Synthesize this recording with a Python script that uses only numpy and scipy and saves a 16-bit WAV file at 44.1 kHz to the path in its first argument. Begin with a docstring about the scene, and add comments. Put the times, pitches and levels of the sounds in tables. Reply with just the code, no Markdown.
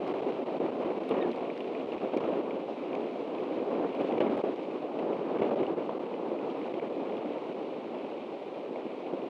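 """On an open, high pole: steady rain and a gusting wind, heard through a small boxed microphone.
Wind roars at the housing (lumpy low noise); rain hisses all round (shaped noise over short ringing grains).
Single drops tick close by and soft thumps hit the box (struck resonances with noise bursts).
A bird gives one short cheep (a falling two-partial whistle), over an even, faint far hiss.
Roar and hiss flutter together and dip for milliseconds at a time."""
import sys
import numpy as np
from scipy import signal
from scipy.fft import rfft, irfft, next_fast_len
from scipy.io import wavfile

SR = 44100
rng = np.random.default_rng(int(sys.argv[2]) if len(sys.argv) > 2 else 0)


def int16_out(signal):
    """Quantize to a 16-bit WAV file."""
    q = np.round(np.clip(np.atleast_2d(signal).T, -1, 1) * 32767)
    wavfile.write(sys.argv[1], SR, q.astype(np.int16))


N = 409686
PADDED = next_fast_len(N)


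def from_db(db):
    """Decibels to gain."""
    return 10 ** (np.asarray(db) / 20)


def rms_one(x):
    """Scale to rms 1."""
    return x / np.sqrt(np.mean(x ** 2) + 1e-20)


def peak_one(x):
    """Scale to peak 1."""
    return x / np.abs(x).max()


def butter(order, hz, kind, x):
    """Butterworth-filter x."""
    return signal.sosfilt(signal.butter(order, hz, kind, fs=SR, output="sos"), x)


def in_time(rows):
    """Join table columns by straight lines, one value a sample."""
    t_s, *columns = np.transpose(rows)
    return [np.interp(np.arange(N) / SR, t_s, column) for column in columns]


def colour(x, spectrum):
    """Weight a flat sound by a spectrum joined over log frequency; rms 1."""
    hz, db = np.transpose(spectrum)
    bin_hz = np.arange(1, PADDED // 2 + 2) * SR / PADDED
    gain = from_db(np.interp(np.log(bin_hz), np.log(hz), db))
    return rms_one(irfft(rfft(x, PADDED) * gain, PADDED)[:N])


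def drift(rate_hz):
    """Slow random curve: noise at SR / 20 through a double one-pole low-pass; rms 1."""
    r = np.exp(-40 * np.pi * rate_hz / SR)
    coarse = rng.standard_normal(N // 20 + 2002)
    slow = signal.lfilter([1], [1, -2 * r, r * r], coarse)[2000:]  # filter settled
    return np.interp(np.arange(N) / 20, np.arange(len(slow)), rms_one(slow))


def ring(clicks, hz, t60_s):
    """Two-pole resonator: a unit click starts a decaying sine of initial height 1."""
    r = from_db(-60 / (t60_s * SR))
    w = 2 * np.pi * hz / SR
    return signal.lfilter([0, np.sin(w)], [1, -2 * r * np.cos(w), r * r], clicks + 1e-18)


def patchy(x, own_db, rate_hz):
    """Split into overlapping octave-spaced bands that sum flat; each flickers on its own."""
    out = 0
    spectrum = rfft(x, PADDED)
    octave = np.log2(np.arange(1, len(spectrum) + 1) * SR / PADDED / 80).clip(0, 7)
    for k in range(8):
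        share = np.cos(np.pi / 2 * np.clip(octave - k, -1, 1)) ** 2
        band = irfft(spectrum * share, PADDED)[:N]
        out = out + band * from_db(own_db * drift(rate_hz))
    return out


def far_hiss():
    """Steady distant hiss: stationary noise with a fixed spectrum."""
    # far hiss spectrum: f/Hz, relative level/dB
    far_spectrum = [(2000, -15.5), (4000, 4.5), (6000, -12), (9000, -13), (12000, -32.5), (13500, -36.5)]
    level_db = -76.5
    return from_db(level_db) * colour(rng.standard_normal(N), far_spectrum)


def cheep():
    """A held then falling whistle, unsteady in level and pitch; the second partial flashes early."""
    start_s, attack_s, swell_s, release_s = 1.197, .006, .038, .03
    start_hz, hold_s, fall_hz_per_s = 1872, .024, 5800
    first_db, swell_db = -50, 3
    waver_db, waver_hz = 1.2, 15
    second_db, delay_s, width_s = -51, .012, .014
    second_attack_s, second_t60_s = .008, .07
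    t = np.arange(N) / SR - start_s
    hz = start_hz - fall_hz_per_s * np.clip(t - hold_s, 0, release_s + swell_s)
    phase = 2 * np.pi * np.cumsum(hz + waver_hz * drift(60)) / SR
    turns_s = np.cumsum([0, attack_s, swell_s, release_s])
    first = from_db(first_db) * np.interp(t, turns_s, [0, from_db(-swell_db), 1, 0])
    late_s = t - delay_s
    fade_db = -60 * np.maximum(late_s - width_s, 0) / second_t60_s
    second = from_db(second_db + fade_db) * np.clip(late_s / second_attack_s, 0, 1)
    partials = first * np.sin(phase) + second * np.sin(2 * phase)
    return np.sqrt(2) * from_db(waver_db * drift(80)) * partials  # sqrt 2: levels are rms


def rain(level_db):
    """Countless drops merge to noise; nearer ones patter as uneven, briefly ringing grains."""
    # rain hiss through the port resonance: f/Hz, relative level/dB per Hz
    rain_spectrum = [(400, -26), (1200, 0.5), (1700, -6.5), (2050, -1), (2350, 3.5), (2800, 1.5),
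                     (3300, -3.5), (4000, -8.5), (5000, -18), (7000, -28), (10000, -38), (12000, -37.5),
                     (13500, -58.5)]
    grains_per_s, rate_db_per_hiss_db = 450, 1.6
    patter_db, grains_in_hiss_db = -7, -10.0
    sizes = from_db(4.4 * np.minimum(rng.exponential(1, N), 3.7)) * rng.choice([-1, 1], N)
    rate_db = rate_db_per_hiss_db * (level_db - level_db.mean()) + 3 * drift(8)
    born = rng.random(N) < grains_per_s * from_db(rate_db) / SR
    clicks = sizes * born
    pitches_hz = np.geomspace(1500, 4800, 12)
    dealt = rng.integers(0, 12, N)
    # T60 of 11 cycles
    patter = rms_one(sum(ring(clicks * (dealt == k), hz, 11 / hz) for k, hz in enumerate(pitches_hz)))
    source = rng.standard_normal(N) + from_db(grains_in_hiss_db) * rms_one(clicks)
    hiss = colour(patchy(source, own_db=0.52, rate_hz=9.6), rain_spectrum)
    return from_db(level_db) * (hiss + from_db(patter_db) * colour(patter, rain_spectrum))


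def wind(level_db):
    """Eddies buffet the housing: lumpy low noise whose upper edge grows rougher in the gusts."""
    # wind on the housing: f/Hz, relative level/dB per Hz
    wind_spectrum = [(25, -24), (50, -40.5), (80, -40), (120, -26.5), (160, -16.5), (270, -3.5),
                     (360, -1.5), (520, -3.5), (750, -10.5), (1100, -19), (1600, -34.5), (3000, -45),
                     (6000, -85)]
    edge_hz, edge_db_per_wind_db = 1200, 0.67
    lumps = from_db(1.0 * drift(17))
    roar = colour(lumps * patchy(rng.standard_normal(N), own_db=1.0, rate_hz=29), wind_spectrum)
    edge = butter(2, edge_hz, "high", roar)
    edge_gain = from_db(edge_db_per_wind_db * (level_db - level_db.mean()))
    return from_db(level_db) * (roar + (edge_gain - 1) * edge)


def dropouts(wind_db):
    """Gain with flat-bottomed notches, plus fast shallow random dips that deepen in the gusts."""
    # drop-outs: centre t/s, length/ms, depth/dB
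    notches = [(0.134, 8.6, -12), (0.213, 7.3, -13), (0.45, 19, -9.5), (0.591, 13, -9.5),
               (0.7102, 5.8, -14), (0.7643, 6.5, -5), (0.844, 5.6, -9), (0.884, 2.7, -4), (0.897, 4, -5),
               (0.9956, 13, -8), (1.137, 4.5, -14), (1.3546, 4.2, -6), (1.403, 5.3, -10), (1.867, 4.1, -18),
               (1.961, 4.9, -11), (2.1313, 5.2, -3), (2.161, 4.4, -14), (2.197, 9.4, -9.5),
               (2.237, 2.5, -9), (2.3022, 1.4, -9), (3.807, 2.9, -7.5), (4.196, 12, -16), (4.2914, 5, -9),
               (4.363, 5.5, -8), (4.427, 17, -10.5), (4.5512, 7.6, -6), (4.785, 3.4, -4), (5.38, 5.2, -13),
               (5.411, 5.6, -16), (5.439, 6.2, -8), (5.504, 5.4, -10), (5.553, 6.8, -12), (5.622, 4.6, -12),
               (5.756, 14, -8), (5.768, 6.1, -7), (5.989, 8, -22), (6.691, 5.7, -9), (6.7305, 11, -6.5),
               (6.808, 11, -10), (7.541, 6.1, -7)]
    calm_db, gusty_db = -39.5, -34.5  # wind levels at which dips have zero and full depth
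    t_ms = np.arange(N) / SR * 1000
    dips_db = -2.2 * np.maximum(drift(49) - .8, 0)
    gain_db = dips_db * np.clip((wind_db - calm_db) / (gusty_db - calm_db), 0, 1)
    for t_s, length_ms, depth_db in notches:
        near = slice(round(t_s * SR) - 1000, round(t_s * SR) + 1000)
        offset = 2 * (t_ms[near] - t_s * 1000) / length_ms
        gain_db[near] += depth_db * np.exp(-np.abs(offset) ** 4)
    return from_db(gain_db)


def drops():
    """Each near drop splashes: a brief ring in a noisy body, a snap above it and a bright tick."""
    # near drops: start t/s, ring-and-body peak/dB, ring f/Hz, snap peak/dB, tick peak/dB
    near_drops = [(0.077, -51, 2400, -43, -60), (0.193, -40, 2420, -58, -70), (0.4853, -43, 2190, -60, -77),
                  (0.5457, -45, 2060, -62, -76), (0.6624, -40, 2150, -62, -76),
                  (0.9038, -41, 2330, -62, -76), (1.0384, -50.5, 2720, -48, -70),
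                  (1.0914, -39.5, 2970, -49, -47), (1.114, -42, 2830, -58, -72),
                  (1.2246, -35, 2180, -55, -61), (1.3154, -40, 3000, -57, -58),
                  (1.3304, -37, 2500, -51, -63), (1.3613, -49, 2210, -49, -66),
                  (1.392, -50, 2950, -62, -74), (1.4087, -43, 2610, -60, -76), (1.501, -34, 2340, -63, -74),
                  (1.577, -40, 2230, -42, -66), (1.605, -37, 2500, -50, -58), (1.643, -42, 2720, -66, -74),
                  (1.676, -41, 2500, -54, -70), (1.75, -35, 2420, -57, -68), (1.92, -39, 2860, -63, -74),
                  (1.98, -39, 2480, -62, -76), (2.1728, -33, 2470, -37, -55), (2.207, -46, 2600, -51, -76),
                  (2.5072, -37.5, 2370, -56, -72), (2.93, -38, 2410, -58, -71),
                  (2.9516, -35, 2600, -42, -62), (3.3837, -39.5, 2520, -60, -76),
                  (3.524, -41, 2400, -60, -76), (3.7514, -39, 2320, -62, -76),
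                  (3.9492, -39.5, 2350, -44, -60), (3.9983, -39, 2440, -60, -76),
                  (4.0154, -41, 2580, -47, -56), (4.122, -37, 2470, -54, -76),
                  (4.1799, -36.5, 2350, -56, -74), (4.2042, -48, 2300, -57, -64),
                  (4.211, -35, 2480, -48, -75), (4.2657, -35.5, 2320, -61, -76),
                  (4.376, -40, 2100, -58, -53), (4.5606, -61, 2760, -48, -72), (4.711, -43, 2580, -61, -74),
                  (4.9893, -42, 2740, -54, -74), (4.995, -41, 2150, -57, -76),
                  (5.1295, -41, 2600, -59, -76), (5.271, -56, 2500, -55, -66),
                  (5.3906, -44, 1940, -57, -76), (5.4214, -34, 2220, -55, -75),
                  (5.4425, -41, 2400, -57, -70), (5.461, -41, 2680, -56, -69), (5.632, -39, 2270, -63, -60),
                  (5.666, -38.5, 2900, -62, -65), (5.7788, -47, 2250, -60, -72),
                  (6.1395, -39.5, 2460, -62, -76), (6.389, -39, 2490, -57, -76),
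                  (6.499, -42, 2920, -60, -72), (6.5935, -50, 2220, -59, -62), (6.615, -41, 2250, -60, -76),
                  (6.797, -35.5, 2300, -62, -71), (7.169, -40, 2900, -52, -70),
                  (7.0569, -49, 2340, -64, -76), (7.0998, -47, 2190, -64, -78),
                  (7.1222, -45, 2460, -64, -78), (7.9493, -45, 2530, -64, -76),
                  (7.9868, -46, 2800, -51, -70), (8.1003, -54, 2500, -53, -69),
                  (8.1798, -45.5, 2950, -68, -78), (8.2033, -46, 2440, -64, -78),
                  (8.3088, -54, 2220, -60, -67), (8.7585, -40, 2250, -64, -75)]
    ring_t60_s, snap_t60_s, tick_t60_s = .016, .011, .011
    body_decay_s = .003  # time constant
    impact_db = 14  # first sample of the splash, over unit noise
    body_over_snap_db = 19  # harder snaps have noisier bodies; soft ones ring clean
    out, t = np.zeros(N), np.arange(2200) / SR
    splash = rng.standard_normal((len(near_drops), len(t)))
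    splash[:, 0] = from_db(impact_db)
    for (t_s, peak_db, hz, snap_db, tick_db), noise in zip(near_drops, splash):
        broad_hz = [hz / 1.3, hz * 1.3]
        body = peak_one(butter(3, broad_hz, "band", np.exp(-t / body_decay_s) * noise))
        plink = peak_one(butter(3, broad_hz, "band", ring(1.0 * (t == 0), hz, ring_t60_s)))
        snap = peak_one(butter(2, [2700, 4600], "band", noise * from_db(-60 * t / snap_t60_s)))
        tick = peak_one(butter(2, [5000, 10000], "band", noise * from_db(-60 * t / tick_t60_s)))
        body_db = min(snap_db - peak_db + body_over_snap_db, 4)  # relative to the plink
        drop = from_db(peak_db) * peak_one(plink + from_db(body_db) * body)
        drop += from_db(snap_db) * snap + from_db(tick_db) * tick
        out[round(t_s * SR):][:len(t)] += drop
    return out


def thumps():
    """A soft blow rings the housing low for a few cycles, with a rough spray and a surge of roar."""
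    # thumps on the housing: start t/s, ring peak/dB, ring f/Hz, spray noise level before band-pass/dB
    blows = [(0.601, -21.5, 383, -52), (0.766, -28, 420, -50), (1.109, -23.5, 470, -31.5),
             (1.116, -24, 520, -42), (1.138, -20.5, 388, -40), (1.166, -24, 420, -38),
             (1.277, -28, 480, -50), (1.62, -27.5, 480, -52), (2.04, -30, 453, -51),
             (2.134, -23, 480, -35.5), (2.165, -21, 346, -38), (2.98, -29, 477, -50),
             (3.399, -22.5, 480, -53), (3.842, -23.5, 305, -48), (3.919, -28, 480, -50),
             (4.045, -27.5, 331, -47), (4.087, -32, 430, -52), (4.186, -21, 394, -50),
             (4.204, -16.5, 447, -25), (4.212, -22, 487, -39), (4.222, -19.5, 402, -48),
             (4.244, -23, 330, -40), (4.266, -26, 420, -40), (4.438, -18.5, 430, -49),
             (4.591, -24, 485, -54), (4.988, -26, 700, -37), (5.419, -15.5, 497, -36),
             (5.441, -26, 450, -41), (5.893, -21.5, 960, -40), (6.316, -24.5, 450, -52),
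             (6.448, -34, 450, -52), (6.739, -26, 426, -34.5), (7.497, -25.5, 420, -50),
             (8.709, -28.5, 380, -56), (8.76, -30, 760, -56), (9.135, -21.5, 420, -53)]
    ring_t60_s, spray_t60_s, surge_t60_s = .015, 0.065, 0.085
    surge_below_db = -9  # surge noise before its band-pass, relative to the ring peak
    out, t = np.zeros(N), np.arange(6000) / SR
    contact = t / 0.00022  # time in units of the rounded contact
    push = butter(4, 200, "high", contact * np.exp(-contact))  # no deep bass passes
    for (t_s, peak_db, hz, spray_db), noise in zip(blows, rng.standard_normal((len(blows), len(t)))):
        knock = from_db(peak_db) * peak_one(ring(push, hz, ring_t60_s))
        spray = butter(4, [900, 3100], "band", noise * from_db(spray_db - 60 * t / spray_t60_s))
        surge_db = peak_db + surge_below_db - 60 * t / surge_t60_s
        surge = butter(2, [220, 900], "band", noise * from_db(surge_db))
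        out[round(t_s * SR):][:len(t)] += knock + spray + surge
    return out


def scene():
    """Wind and rain flutter and drop out together; far hiss, drops, thumps and cheep do not."""
    # gusts: t/s, wind roar level/dB, rain hiss level/dB, both before flutter and drop-outs
    gusts = [(0.0, -32, -55), (0.07, -31, -52.5), (0.27, -31.5, -53.5), (0.4, -32, -55), (0.58, -34, -54.5),
             (0.63, -28.5, -55.5), (0.73, -32, -54), (0.9, -30, -55), (1.09, -34.5, -54.5),
             (1.11, -27, -54), (1.58, -38.5, -55), (1.95, -32.5, -55), (2.0, -36, -55),
             (2.05, -28.5, -54.5), (2.11, -36, -55.5), (2.15, -30, -53.5), (2.27, -29, -53.5),
             (2.52, -32.5, -56.5), (2.57, -32.5, -56), (2.66, -38, -56.5), (2.7, -35.5, -56),
             (2.75, -38.5, -56), (2.97, -31.5, -55), (3.08, -36, -55.5), (3.59, -33.5, -55.5),
             (3.85, -28, -55), (3.88, -35.5, -54.5), (3.98, -33, -55), (4.01, -27, -52.5), (4.07, -34, -52),
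             (4.13, -31, -55.5), (4.27, -25, -53.5), (4.34, -30, -53.5), (4.38, -28.5, -53),
             (4.42, -36.5, -54), (4.45, -30, -55), (4.63, -38.5, -56), (5.0, -31.5, -57), (5.13, -31, -56),
             (5.28, -30, -56.5), (5.41, -27, -54.5), (5.7, -32, -56), (6.18, -35.5, -57),
             (6.34, -32.5, -57), (6.4, -35, -57.5), (6.51, -32.5, -55), (6.56, -34.5, -55.5),
             (6.9, -33.5, -56), (7.24, -34.5, -56.5), (7.32, -37.5, -55), (7.36, -33, -56),
             (7.48, -40.5, -56.5), (7.51, -35.5, -56), (7.6, -38, -56.5), (8.05, -35, -56.5),
             (8.41, -41, -56.5), (8.69, -37, -57), (9.06, -38.5, -56.5), (9.13, -32.5, -57),
             (9.29, -38.5, -56.5)]
    flutter_rms_db, flutter_rate_hz, rain_share = 0.72, 17.3, 0.56
    wind_db, rain_db = in_time(gusts)
    flutter_db = flutter_rms_db * drift(flutter_rate_hz)
    weather = wind(wind_db + flutter_db) + rain(rain_db + rain_share * flutter_db)
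    mix = far_hiss() + cheep() + weather * dropouts(wind_db) + drops() + thumps()
    return mix[None]


def record(dry):
    """The microphone loses the deep bass; both ends fade in a few milliseconds; the top is cut."""
    low_cut_hz, top_cut_hz = 58, 15000  # top: stop-band edge, 50 dB down
    thin = butter(3, low_cut_hz, "high", dry)
    faded = thin * signal.windows.tukey(N, 1 / 1000)
    return signal.sosfilt(signal.cheby2(12, 50, top_cut_hz, fs=SR, output="sos"), faded)


dry = scene()
out = record(dry)
int16_out(out)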